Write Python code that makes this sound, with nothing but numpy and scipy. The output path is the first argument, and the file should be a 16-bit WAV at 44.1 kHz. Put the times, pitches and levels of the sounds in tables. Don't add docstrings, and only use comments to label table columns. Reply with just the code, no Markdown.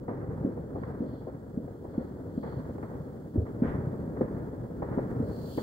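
import sys
import numpy as np
from scipy import signal
from scipy.fft import rfft, irfft, next_fast_len
from scipy.io import wavfile

SR = 44100
rng = np.random.default_rng(int(sys.argv[2]) if len(sys.argv) > 2 else 0)


def transcribe(u):
    v = np.clip(np.atleast_2d(u).T, -1, 1)
    q = np.round(v * 32767).astype(np.int16)
    wavfile.write(sys.argv[1], SR, q)


N = 247842
TIME = np.arange(N) / SR


def from_db(db):
    return 10 ** (np.asarray(db) / 20)


def rms_one(x):
    return x / np.sqrt(np.mean(x ** 2) + 1e-20)


def level_over_time(points):
    seconds, level = np.transpose(points)
    return np.interp(TIME, seconds, level)


def at_hz(points, hz):
    where, value = np.transpose(points)
    return np.interp(np.log(hz), np.log(where), value)


def drift(rate_hz):
    step = 40
    pole = np.exp(-2 * np.pi * rate_hz * step / SR)
    settling = 2000
    noise = rng.standard_normal(N // step + settling + 2)
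    slow = signal.lfilter([1], [1, -2 * pole, pole * pole], noise)[settling:]
    return np.interp(np.arange(N) / step, np.arange(len(slow)), rms_one(slow))


PORT_LAG_S = 0.00024


def at_microphones(x):
    return np.array([x, np.interp(TIME - PORT_LAG_S, TIME, x)])


# hz, direct_share (0-1)
DIRECT_SHARE = [(60, 0.91), (130, 1), (290, 0.82), (640, 0.73), (1200, 0.4), (2000, .05), (4000, 0.2),
                (14000, 0.1)]
# hz, left_minus_right_db
LEFT_LEAN = [(60, 2), (110, 1), (200, -1), (380, 2), (700, 0.5), (1290, -2), (2380, -1), (4400, -3.0),
             (8120, 3), (15000, 2.5)]


def turbulence(colour):
    size = next_fast_len(N)
    hz = np.maximum(np.fft.rfftfreq(size, 1 / SR), 1)
    white = rfft(rng.standard_normal((3, size)))
    share = np.clip(at_hz(DIRECT_SHARE, hz), 0, 1)
    lag_s = np.array([[0], [PORT_LAG_S]])
    direct = white[0] * np.exp(-2j * np.pi * hz * lag_s)
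    scattered = white[1:]
    both = np.sqrt(share) * direct + np.sqrt(1 - share) * scattered
    lean_db = at_hz(LEFT_LEAN, hz) * [[0.5], [-0.5]]
    gain = from_db(at_hz(colour, hz) + lean_db)
    return rms_one(irfft(both * gain, size)[:, :N])


def burst(start_s, rise_s, t60_s):
    age = np.maximum(TIME - start_s, 0)
    rise = 1 - np.exp(-age / max(rise_s, 1e-4))
    return rise * from_db(-60 * age / max(t60_s, 1e-2))


def pulsation(hz, cycles, order=3):
    turns = np.arange(SR // 8) / SR * hz
    grown = turns / max(cycles, 0.3)
    envelope = grown ** order * np.exp(order * (1 - grown))
    return envelope * np.sin(2 * np.pi * turns)


def sputter(per_s, low_hz, high_hz, spread_db, count=10):
    sizes = from_db(spread_db * np.minimum(rng.exponential(1, N), 3)) * rng.choice([-1, 1], N)
    born = sizes * (rng.random(N) < per_s / SR)
    pitch_index = rng.integers(0, count, N)
    pops = np.zeros(N)
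    for k, hz in enumerate(np.geomspace(low_hz, high_hz, count)):
        pops += signal.oaconvolve(born * (pitch_index == k), pulsation(hz, 0.78))[:N]
    return rms_one(at_microphones(pops))


# start_s, length_s, hollow_cough_db, sharp_spit_db, flame_fanning_db
SPURTS = [(0.077, 0.046, -36.5, -47, -49), (0.567, 0.023, -41, -69, -66.5), (0.750, 0.035, -38.5, -63, -56),
          (0.833, 0.0088, -59, -42, -52.5), (1.269, 0.024, -39, -60, -59), (1.673, 0.02, -46, -60, -63),
          (1.84, 0.032, -43, -64, -62.5), (1.937, 0.018, -52.5, -57, -55.5),
          (2.429, 0.022, -38.5, -46, -49.5), (2.782, 0.0054, -37, -52, -61), (2.827, 0.0091, -42, -42, -53),
          (3.454, 0.04, -56, -52.5, -58.5), (4.165, 0.018, -40.5, -47.5, -63),
          (4.209, 0.016, -31, -44, -50), (4.818, 0.028, -33.5, -46.5, -48), (4.92, 0.056, -46, -51, -53),
          (4.974, 0.024, -31, -44.5, -54.5), (5.575, 0.02, -32.5, -45, -49.5)]
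# start_s, level_db, rise_s, t60_s
FLARE = (3.620, -27.5, 0.03, 0.64)
FAN_RISE_S, SETTLE_DB_PER_S, FLARE_FANS_DB = 0.012, 25, -47.5


def afterburn():
    kicks = [(start, fanning_db) for start, *_, fanning_db in SPURTS]
    kicks.append((FLARE[0], FLARE_FANS_DB))
    power = sum((from_db(db) * burst(s, FAN_RISE_S, 60 / SETTLE_DB_PER_S)) ** 2 for s, db in kicks)
    return np.sqrt(power)


# time_s, level_db
BURN = [(0.0, -40.5), (0.34, -38.5), (0.44, -37.5), (1.0, -41), (1.33, -43.5), (1.58, -44), (2.08, -41),
        (2.58, -40.5), (3.43, -41.5), (3.55, -37.5), (3.76, -35.5), (4.33, -37), (4.52, -39), (4.76, -39.5),
        (5.09, -35.5), (5.62, -41)]
# hz, shape_db
RUMBLE_COLOUR = [(15, -52.5), (28, -26.5), (48, -6.5), (80, -1.5), (100, -1.5), (128, 2), (180, -3.5),
                 (280, -21), (600, -60)]
# hz, shape_db
ROAR_COLOUR = [(70, -35.5), (160, -8), (240, 2), (330, -2.5), (490, -3), (590, -9), (720, -19.5),
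               (1100, -43), (2500, -79.5)]
# hz, shape_db
RUSH_COLOUR = [(300, -30.5), (600, -3), (760, 0.5), (950, -2), (1060, -6.5), (1300, -6), (1700, -11),
               (2000, -21.5), (2450, -32.5), (4000, -63)]
# hz, shape_db
SPIT_COLOUR = [(300, -19.5), (700, -1.5), (930, 2.5), (1200, -3), (1550, -7.5), (1900, -9.5), (2200, -20),
               (2600, -34.5), (3500, -40.5), (6000, -68)]


def flame(rumble_gain_db, roar_gain_db, rush_gain_db, fanned_rumble_db, fanned_roar_db,
          sputter_db, flutter_db, bright_at_db):
    burn_db = level_over_time(BURN)
    fanned = afterburn()
    rumble_size = np.hypot(from_db(burn_db + rumble_gain_db), from_db(fanned_rumble_db) * fanned)
    roar_size = np.hypot(from_db(burn_db + roar_gain_db), from_db(fanned_roar_db) * fanned)
    rush_size = np.hypot(from_db(burn_db + rush_gain_db), fanned)
    rumble = rumble_size * turbulence(RUMBLE_COLOUR)
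    roar = roar_size * turbulence(ROAR_COLOUR)
    bright = 1 / (1 + (from_db(bright_at_db) / rush_size) ** 2)
    dark_rush = np.sqrt(1 - bright) * turbulence(RUSH_COLOUR)
    bright_rush = np.sqrt(bright) * turbulence(SPIT_COLOUR)
    rush = rush_size * (dark_rush + bright_rush)
    pops = sputter(per_s=160, low_hz=151.6, high_hz=490, spread_db=2.0)
    pops = roar_size * from_db(sputter_db) * pops
    flutter = from_db(flutter_db * drift(25))
    return (rumble + roar + rush + pops) * flutter


JET_OPENS_S, LOW_WHISTLE_JOINS_S = 5.193, 5.42
JET_GROWTH_S = 0.46


def jet_growth(start_s):
    return np.maximum(TIME - start_s, 0) / JET_GROWTH_S


# time_s, level_db
HISS_LEVEL = [(0.05, -82), (0.11, -81.5), (2.28, -78.5), (2.59, -77), (3.74, -78.5), (4.76, -78.5),
              (5.15, -76.5)]
# peak_s, level_db, half_width_s (to 1/e)
WHISTLES = [(0.83, -81, 0.071), (1.15, -76, 0.13), (2.0, -80.5, .12), (2.49, -74, 0.14)]
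# hz, shape_db
HISS_COLOUR = [(1800, -25.5), (2650, -5.5), (3200, 1), (3500, 1.5), (3800, -3.5), (5200, 0.5), (5850, -5),
               (6600, 1), (8300, -1), (9500, -5), (11300, 0), (12200, -5.5), (14000, 0.5), (15400, 5.5)]
# hz, shape_db
HIGH_WHISTLE_COLOUR = [(2500, -38), (3400, -21), (3780, -18.5), (4050, -5.5), (4250, -1), (4600, -0.5),
                       (4850, -12), (6500, -34)]
# hz, shape_db
LOW_WHISTLE_COLOUR = [(2500, -29), (3100, -4), (3400, 0), (3850, -15), (5000, -46)]


def hiss(gain_db, whistle_share_db, low_share_db, jet_db, jet_whistle_db, jet_low_whistle_db, fizz_db):
    level_db = level_over_time(HISS_LEVEL)
    swells = sum(from_db(db) * np.exp(-((TIME - s) / width) ** 2) for s, db, width in WHISTLES)
    whistling = np.hypot(from_db(level_db + whistle_share_db), swells)
    opening = jet_growth(JET_OPENS_S)
    low_opening = jet_growth(LOW_WHISTLE_JOINS_S)
    broad_size = np.hypot(from_db(level_db + gain_db), from_db(jet_db) * opening)
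    high_size = np.hypot(whistling, from_db(jet_whistle_db) * opening)
    low_size = np.hypot(from_db(low_share_db) * whistling, from_db(jet_low_whistle_db) * low_opening)
    broad = broad_size * turbulence(HISS_COLOUR)
    high_whistle = high_size * turbulence(HIGH_WHISTLE_COLOUR)
    low_whistle = low_size * turbulence(LOW_WHISTLE_COLOUR)
    fizz = from_db(fizz_db * drift(150))
    return (broad + high_whistle + low_whistle) * fizz


# hz, shape_db
COUGH_COLOUR = [(60, -16), (200, -6.5), (330, -2.5), (490, 4.5), (620, -7), (800, -7), (1000, -15),
                (1400, -34.5), (2500, -65)]


def spurts(cough_db, spit_db, trail_db, crest_share, rough_db, trail_t60_s):
    cough, spit, trail = np.zeros((3, N))
    for start, length, hollow_db, sharp_db, fanning_db in SPURTS:
        age = np.maximum(TIME - start, 0) / max(crest_share * length, 1e-3)
        puff = age * np.exp(1 - age)
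        cough += from_db(hollow_db + cough_db) * puff
        spit += from_db(sharp_db + spit_db) * puff
        trail += from_db(fanning_db + trail_db) * burst(start, 0.012, trail_t60_s)
    rough = from_db(rough_db * drift(120))
    hollow = cough * turbulence(COUGH_COLOUR)
    sharp = np.hypot(spit, trail) * turbulence(SPIT_COLOUR)
    return rough * (hollow + sharp)


# start_s, level_db, pitch_hz
CHUFFS = [(0.284, -26.5, 130), (0.402, -25.5, 125), (0.446, -14.5, 235), (1.003, -19.5, 242),
          (1.017, -18.5, 245), (1.572, -19, 231), (1.977, -15, 238), (2.374, -18.5, 230),
          (2.566, -26.5, 126), (2.999, -29.5, 145), (3.356, -17, 262), (3.374, -16, 93.8),
          (3.413, -24.5, 96.5), (3.619, -12.5, 235), (3.781, -25, 130), (3.867, -21, 137),
          (4.073, -28, 200), (4.208, -18.5, 476), (4.214, -15.5, 257), (4.973, -15.5, 239),
          (5.199, -17, 246), (5.227, -23, 110), (5.575, -21, 305)]
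# delay_s, level_db
ECHOES = [(.012, -15.5), (.026, -15), (.047, -19.5)]


def chuffs(gain_db, cycles, wake_db, wake_t60_s):
    pulses, wake = np.zeros(N), np.zeros(N)
    for start, level_db, pitch_hz in CHUFFS:
        first = int(start * SR)
        swing = pulsation(pitch_hz, cycles)[:N - first]
        pulses[first:first + len(swing)] += from_db(level_db + gain_db) * swing
        wake += from_db(level_db + wake_db) * burst(start, 0.004, wake_t60_s)
    echoes = sum(from_db(db) * np.interp(TIME - delay, TIME, pulses) for delay, db in ECHOES)
    return at_microphones(pulses + echoes) + wake * turbulence(ROAR_COLOUR)


# hz, shape_db
FLARE_COLOUR = [(25, 5), (70, 14.5), (260, 11), (450, -3), (900, -4), (1500, -4.5), (1950, -10),
                (2300, -18.5), (2700, -33.5), (4500, -59.5)]
# hz, shape_db
FLARE_JET_COLOUR = [(1200, -19), (2200, 3), (2700, 0.5), (3400, -2), (4100, -14), (5500, -17), (7000, -15),
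                    (12000, -24.5)]


def flare(jet_db, jet_delay_s, jet_width_s):
    start, level_db, rise, t60 = FLARE
    whoosh = from_db(level_db) * burst(start, rise, t60) * turbulence(FLARE_COLOUR)
    swell = np.exp(-((TIME - start - jet_delay_s) / jet_width_s) ** 2)
    jet = from_db(jet_db) * swell * turbulence(FLARE_JET_COLOUR)
    return whoosh + jet


def scene():
    return (flame(rumble_gain_db=-2.5, roar_gain_db=-2.5, rush_gain_db=-19, fanned_rumble_db=0,
                  fanned_roar_db=7.5, sputter_db=-6.5, flutter_db=1.5, bright_at_db=-51)
            + hiss(gain_db=8.5, whistle_share_db=-8.5, low_share_db=-2.5, jet_db=-53.5,
                   jet_whistle_db=-58, jet_low_whistle_db=-54.5, fizz_db=1.07)
            + spurts(cough_db=4, spit_db=2, trail_db=-2, crest_share=0.32, rough_db=1.5, trail_t60_s=0.49)
            + chuffs(gain_db=-1.0, cycles=1.164, wake_db=-17, wake_t60_s=0.29)
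            + flare(jet_db=-64.5, jet_delay_s=0.064, jet_width_s=0.05))


CUTOFF_HZ = 15700


def record(dry):
    low_pass = signal.ellip(12, 0.1, 80, CUTOFF_HZ, fs=SR, output="sos")
    return signal.sosfilt(low_pass, dry)


dry = scene()
out = record(dry)
transcribe(out)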